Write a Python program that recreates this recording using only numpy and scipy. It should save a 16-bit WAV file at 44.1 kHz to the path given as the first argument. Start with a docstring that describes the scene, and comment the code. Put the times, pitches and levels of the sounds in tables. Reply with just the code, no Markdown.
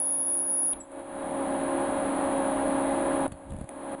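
"""A homemade high-voltage circuit on a table whines near 10 kHz: one steady tone and a lower,
unstable oscillation that keeps slipping into chirps. At 0.73 s the whine stops with a tick and a tiny
squeak. The steady hiss and blade hum of cooling fans grow louder as the recorder's gain recovers, and
are ducked abruptly at 3.27 s. A screwdriver at the electrodes makes a few clicks, dull bumps excite
the modes of the table, and the gain on the fan noise partly comes back."""
import sys
import numpy as np
from scipy import signal
from scipy.fft import rfft, irfft
from scipy.io import wavfile

SR = 44100
rng = np.random.default_rng(int(sys.argv[2]) if len(sys.argv) > 2 else 0)


def int16_out(signal):
    """Quantize to a 16-bit WAV file."""
    q = np.round(np.clip(np.atleast_2d(signal).T, -1, 1) * 32767)
    wavfile.write(sys.argv[1], SR, q.astype(np.int16))


N = 176400
TIME = np.arange(N) / SR
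CUTOFF_HZ = 11000


def from_db(db):
    """Amplitude ratio of a level in decibels."""
    return 10 ** (np.asarray(db) / 20)


def unit_rms(x):
    """Normalisation to a root mean square of 1."""
    return x / np.sqrt(np.mean(x ** 2) + 1e-20)


def curve(rows):
    """Linear interpolation of (time, value) points at every sample."""
    time_s, values = np.transpose(rows)
    return np.interp(TIME, time_s, values)


def drift(rate_hz):
    """Low-pass filtered noise: a random modulation of rms 1."""
    step, settle = 40, 2000  # audio samples per point; points dropped while the filter settles
    pole = np.exp(-2 * np.pi * rate_hz * step / SR)
    white = rng.standard_normal(N // step + settle + 2)
    slow = signal.lfilter([1], [1, -2 * pole, pole * pole], white)[settle:]
    return np.interp(np.arange(N) / step, np.arange(len(slow)), unit_rms(slow))


def noise(spectrum):
    """Spectral shaping: white noise takes on a colour, at rms 1."""
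    hz, db = np.transpose(spectrum)
    bin_hz = np.maximum(np.arange(N // 2 + 1) * SR / N, 1)
    gain = from_db(np.interp(np.log(bin_hz), np.log(hz), db))
    return unit_rms(irfft(rfft(rng.standard_normal(N)) * gain, N))


def tone(hz):
    """Phase is the integral of frequency: a sine of rms 1 follows a pitch curve."""
    return np.sqrt(2) * np.sin(2 * np.pi * (np.cumsum(hz) / SR + rng.random()))


def resonate(x, hz, width_hz):
    """Forced response of a second-order resonator with a peak gain of 1."""
    radius = np.exp(-np.pi * width_hz / SR)
    feedback = [1, -2 * radius * np.cos(2 * np.pi * hz / SR), radius ** 2]
    return signal.lfilter(np.array([1, 0, -1]) * (1 - radius ** 2) / 2, feedback, x)


def ring(impulses, hz, t60_s):
    """Free vibration of a mode: each impulse starts a damped sine of its own height."""
    radius, angle = from_db(-60 / (t60_s * SR)), 2 * np.pi * hz / SR
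    feedback = [1, -2 * radius * np.cos(angle), radius ** 2]
    return signal.lfilter([0, np.sin(angle)], feedback, impulses + 1e-18)


def gate(start_s, length_s, attack_s, release_s):
    """Envelope with a linear attack and, after length_s, an exponential decay."""
    age = TIME - start_s
    return np.clip(age / attack_s, 0, 1) * np.exp(-np.clip((age - length_s) / release_s, 0, 60))


def room(x, t60_s=0.32, gain_db=-18):
    """Reverberation: the diffuse field of a small room decays exponentially."""
    age = TIME[:SR // 2]
    tail = rng.standard_normal(len(age)) * from_db(-60 * age / t60_s)
    return from_db(gain_db) * signal.fftconvolve(x, tail / np.linalg.norm(tail))[:N]


# Spectrum of the rushing air: (frequency_hz, relative_density_db)
AIR_SPECTRUM = [(24, -15), (38, -10.5), (130, -11), (180, -4), (215, 0), (300, 0.5), (410, -5.5),
                (520, -1.5), (800, 0.5), (1020, -2), (1300, -9), (1700, -12), (2000, -16), (2700, -20.5),
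                (3500, -22), (5000, -26.5), (6500, -30.5), (7900, -29), (9250, -18.5), (9700, -15),
                (10050, -10), (10400, -15.5), (10700, -25)]
# Harmonics of the blade-passing frequency: (harmonic_number, relative_level_db)
BLADE_HARMONICS = [(1, -34), (2, -34), (3, -42), (6, -53), (12, -60), (14, -58.5), (15, -59)]
# Tones of the other fans: (pitch_hz, relative_level_db, wander_hz)
FAN_TONES = [(306.7, -42, 3.5), (611, -38, 1.8), (771, -48.5, 5.05), (1051, -50, 4.1)]
# Envelope of one fan tone that swells and fades: (time_s, relative_level_db)
SWELL_ENVELOPE = [(0, -47), (.35, -32.5), (.65, -39.5), (1.3, -41.5), (1.8, -36), (2.1, -44.5),
                  (2.75, -43.5), (3, -35.5), (3.25, -42.5)]
# The recorder's gain on the steady fan noise, as a set curve: (time_s, gain_db)
RECORDER_GAIN = [(0, -15.5), (.72, -14.5), (.8, -16.5), (.83, -21.5), (.89, -21), (.93, -15), (1.0, -10.5),
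                 (1.03, -14.5), (1.16, -8), (1.35, -3.5), (1.65, -1), (2.3, 0.5), (3.266, .5),
                 (3.268, -12.5), (3.305, -22), (3.37, -19.5), (3.57, -19.5), (3.67, -22.5), (3.7, -14),
                 (3.8, -11.5), (3.951, -5.5), (3.954, -17), (4, -11)]


def fans(blade_hz=274.45, swell_hz=348, flutter_db=1.42):
    """Aerodynamic sound: steady turbulent hiss and blade-passage hum, scaled by the recorder's gain."""
    sound = from_db(-31) * noise(AIR_SPECTRUM)
    blade_phase = 2 * np.pi * np.cumsum(blade_hz * (1 + 0.0006 * drift(2.04))) / SR
    for harmonic, db in BLADE_HARMONICS:
        sound += from_db(db + flutter_db * drift(6.2)) * np.sqrt(2) * np.sin(harmonic * blade_phase)
    for hz, db, wander_hz in FAN_TONES:
        sound += from_db(db + flutter_db * drift(10)) * tone(hz + wander_hz * drift(10.2))
    swell = from_db(curve(SWELL_ENVELOPE) + flutter_db * drift(3.6))
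    sound += swell * tone(swell_hz + 2 * drift(11.8))
    return from_db(curve(RECORDER_GAIN)) * sound


# Dull bumps on the table: (start_s, level_db)
BUMPS = [(0.735, -45.5), (3.279, -31), (3.322, -32), (3.498, -39), (3.522, -28.5), (3.536, -32),
         (3.546, -28.5), (3.588, -30), (3.614, -26), (3.642, -32.5)]
# Modes of the table: (pitch_hz, gain_db, t60_s)
TABLE_MODES = [(136, -6, .04), (208, -1, 0.033), (540, -4.5, 0.012)]
# Envelope of the handling rumble: (time_s, level_db)
RUMBLE_ENVELOPE = [(.71, -69), (.74, -50), (.87, -67), (3.25, -57), (3.33, -43.5), (3.37, -56), (3.42, -62),
                   (3.485, -41), (3.56, -42.5), (3.65, -46), (3.7, -69)]
# Spectrum of that rumble: (frequency_hz, relative_density_db)
RUMBLE_SPECTRUM = [(20, -13), (55, -5.5), (200, -14), (400, -23), (1200, -52), (4000, -58)]


def handling():
    """Modal vibration: bumps excite the damped modes of the table, over a low rumble."""
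    impulses = np.zeros(N)
    for start_s, db in BUMPS:
        impulses[int(start_s * SR)] = from_db(db)
    thuds = sum(from_db(db) * ring(impulses, hz, t60_s) for hz, db, t60_s in TABLE_MODES)
    return thuds + from_db(curve(RUMBLE_ENVELOPE)) * noise(RUMBLE_SPECTRUM)


# Faint metallic pings at two of the clicks: (start_s, pitch_hz, level_db)
PINGS = [(.732, 2340, -55), (3.32, 4400, -52)]


def pings(decay_s=0.016):
    """Damped vibration: each ping is a single sine that decays exponentially."""
    return sum(from_db(db) * gate(start_s, 0, decay_s / 10, decay_s) * tone(np.full(N, hz))
               for start_s, hz, db in PINGS)


# Ticks as the whine ends, then screwdriver contacts: (start_s, level_db, decay_s, bright_ring_gain_db)
CLICKS = [(0.732, -46, 0.0041, -2), (.916, -55.5, 0.0045, 7.5), (3.2786, -43, .00072, 11),
          (3.319, -42, 0.0054, -9), (3.506, -45, .0007, 4.5), (3.521, -46.5, .0009, 2),
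          (3.5367, -50, .0009, 2), (3.565, -49, .0009, 6), (3.587, -51, .0012, 7), (3.611, -54, 0.0026, 11),
          (3.6425, -51.5, .001, 6), (3.691, -33.5, 0.00063, 6)]


def clicks():
    """Transient excitation: broadband cracks carry two resonances; the sliding tip adds friction noise."""
    middle_ring = unit_rms(resonate(rng.standard_normal(N), hz=3390, width_hz=300))
    lowpass = signal.butter(2, CUTOFF_HZ, fs=SR, output="sos")
    crack = unit_rms(signal.sosfilt(lowpass, rng.standard_normal(N))) + from_db(-15.5) * middle_ring
    bright_ring = unit_rms(resonate(rng.standard_normal(N), hz=9900, width_hz=490))
    roughness = from_db(-65 + 9 * np.tanh(drift(150)))
    scratch = roughness * gate(start_s=3.48, length_s=0.2, attack_s=0.014, release_s=0.014) * crack
    # The snap that ends the whine drives the middle resonance hard.
    snap_s, _, snap_decay_s, _ = CLICKS[0]
    snap = from_db(-41) * gate(snap_s, snap_decay_s / 2, snap_decay_s / 10, snap_decay_s) * middle_ring
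    sound = scratch + snap
    for start_s, db, decay_s, bright_db in CLICKS:
        envelope = from_db(db) * gate(start_s, decay_s / 2, decay_s / 10, decay_s)
        sound += envelope * (crack + from_db(bright_db) * bright_ring)
    return sound


# Squeaks after the whine: (start_s, length_s, pitch_hz, level_db)
SQUEAKS = [(0.802, .014, 7760, -37.5), (0.834, 0.0037, 7600, -47)]


def squeaks(jitter_hz=40):
    """Transient oscillation: two last short tone bursts die away."""
    sound = np.zeros(N)
    for start_s, length_s, hz, db in SQUEAKS:
        envelope = from_db(db) * gate(start_s, length_s, attack_s=0.002, release_s=0.0051)
        sound += envelope * tone(hz + jitter_hz * drift(100))
    return sound


# Hard slips of the lower tone: (start_s, relative_level_db)
HARD_SLIPS = [(.017, -1), (0.055, -2), (.111, -1), (.126, 4), (.15, -1), (.27, 4), (.362, -4), (.374, 2),
              (.39, 4), (.52, -6), (0.647, -7), (.696, -5), (.722, -6)]


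def slipping_tone(pitch_hz=9798, jitter_hz=30, small_slips_per_s=70):
    """Unstable oscillation: at each slip the tone dips and breaks into a falling chirp with a crackle."""
    slips = (rng.random(N) < small_slips_per_s / SR) * from_db(-9 + 2 * rng.standard_normal(N))
    for start_s, db in HARD_SLIPS:
        slips[int(start_s * SR)] = from_db(db)
    chirp_hz, fall_hz, slip_s = 9800, 340, 0.0018  # the pitch falls by fall_hz in each slip_s
    age = np.arange(-SR // 50, SR // 50) / SR / slip_s  # in units of slip_s
    window = np.exp(-age ** 2)
    chirp = window * np.exp(2j * np.pi * slip_s * (chirp_hz * age - fall_hz * age ** 2 / 2))
    random_phases = np.exp(2j * np.pi * rng.random(N))
    chirps = signal.fftconvolve(slips * random_phases, chirp, "same").real
    dips = signal.fftconvolve(slips, np.exp(-(age / 2 - 0.5) ** 2), "same")
    held_tone = from_db(-6) * np.clip(1 - dips, 0, 1) * tone(pitch_hz + jitter_hz * drift(51))
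    white = rng.standard_normal(N)
    crackle = unit_rms(resonate(white, hz=8700, width_hz=800) + resonate(white, hz=6700, width_hz=330))
    crackle *= from_db(-19) * signal.fftconvolve(slips, window ** 2, "same")
    return held_tone + chirps + crackle


# Side tones, with levels against the main tone: (pitch_hz, relative_level_db)
SIDE_TONES = [(10194, -14.5), (9497, -25), (6715, -42), (5740, -33)]
# Thin whistles that come and go: (start_s, length_s, pitch_hz, relative_level_db)
WHISTLES = [(0, 0.34, 3458, -35), (0, .37, 4395, -35), (0, 0.4, 5120, -31), (0.477, 0.23, 5097, -29)]


def steady_tones(pitch_hz=10443, jitter_hz=8.5, flutter_db=0.1):
    """Sustained oscillation: the main tone, side tones and whistles waver in pitch and level."""
    sound = tone(pitch_hz + jitter_hz * drift(60)) * from_db(-flutter_db * drift(50))
    for hz, db in SIDE_TONES:
        sound += from_db(db + 3.5 * drift(23)) * tone(hz + 16 * drift(41))
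    for start_s, length_s, hz, db in WHISTLES:
        envelope = gate(start_s, length_s, attack_s=0.04, release_s=0.04)
        sound += envelope * from_db(db - flutter_db * drift(18)) * tone(hz + jitter_hz * drift(23))
    return sound


# Spectrum of the sizzle around the whine: (frequency_hz, relative_density_db)
SIZZLE_SPECTRUM = [(3000, -45.5), (4600, -31.5), (5300, -29), (6000, -35), (7800, -45), (9000, -29),
                   (9550, -17), (9900, -11), (10130, -10), (10350, -6), (10750, -25)]
# Envelope of the whole whine: (time_s, gain_db)
WHINE_ENVELOPE = [(0, -28), (.15, -28), (.195, -29), (.22, -27.5), (.25, -30.5), (.28, -28), (.4, -28),
                  (.45, -31.5), (.51, -27)]


def whine(stop_s=0.727, release_s=0.008):
    """Amplitude modulation: the circuit's tones and sizzle share one envelope, which ends in a fast decay."""
    release = np.exp(-np.clip((TIME - stop_s) / release_s, 0, 60))
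    sound = steady_tones() + slipping_tone() + from_db(-10.5) * noise(SIZZLE_SPECTRUM)
    return from_db(curve(WHINE_ENVELOPE)) * release * sound


def scene():
    """Superposition: circuit and screwdriver close by in a small room, fans behind, a faint even hiss."""
    near = whine() + squeaks() + clicks() + pings()
    mix = near + room(near) + fans() + handling()
    hiss = from_db(-62.5) * rng.standard_normal(N)
    return (mix + hiss)[None]


def record(dry, lag_samples=4):
    """Comb filtering: two offset pickups sum to mono and cancel at 5.5 kHz; a low-pass cuts the top."""
    delayed = np.pad(dry, ((0, 0), (lag_samples, 0)))[:, :N]
    lowpass = signal.ellip(12, 0.2, 80, CUTOFF_HZ - 100, fs=SR, output="sos")
    return signal.sosfilt(lowpass, (dry + delayed) / 2)


dry = scene()
out = record(dry)
int16_out(out)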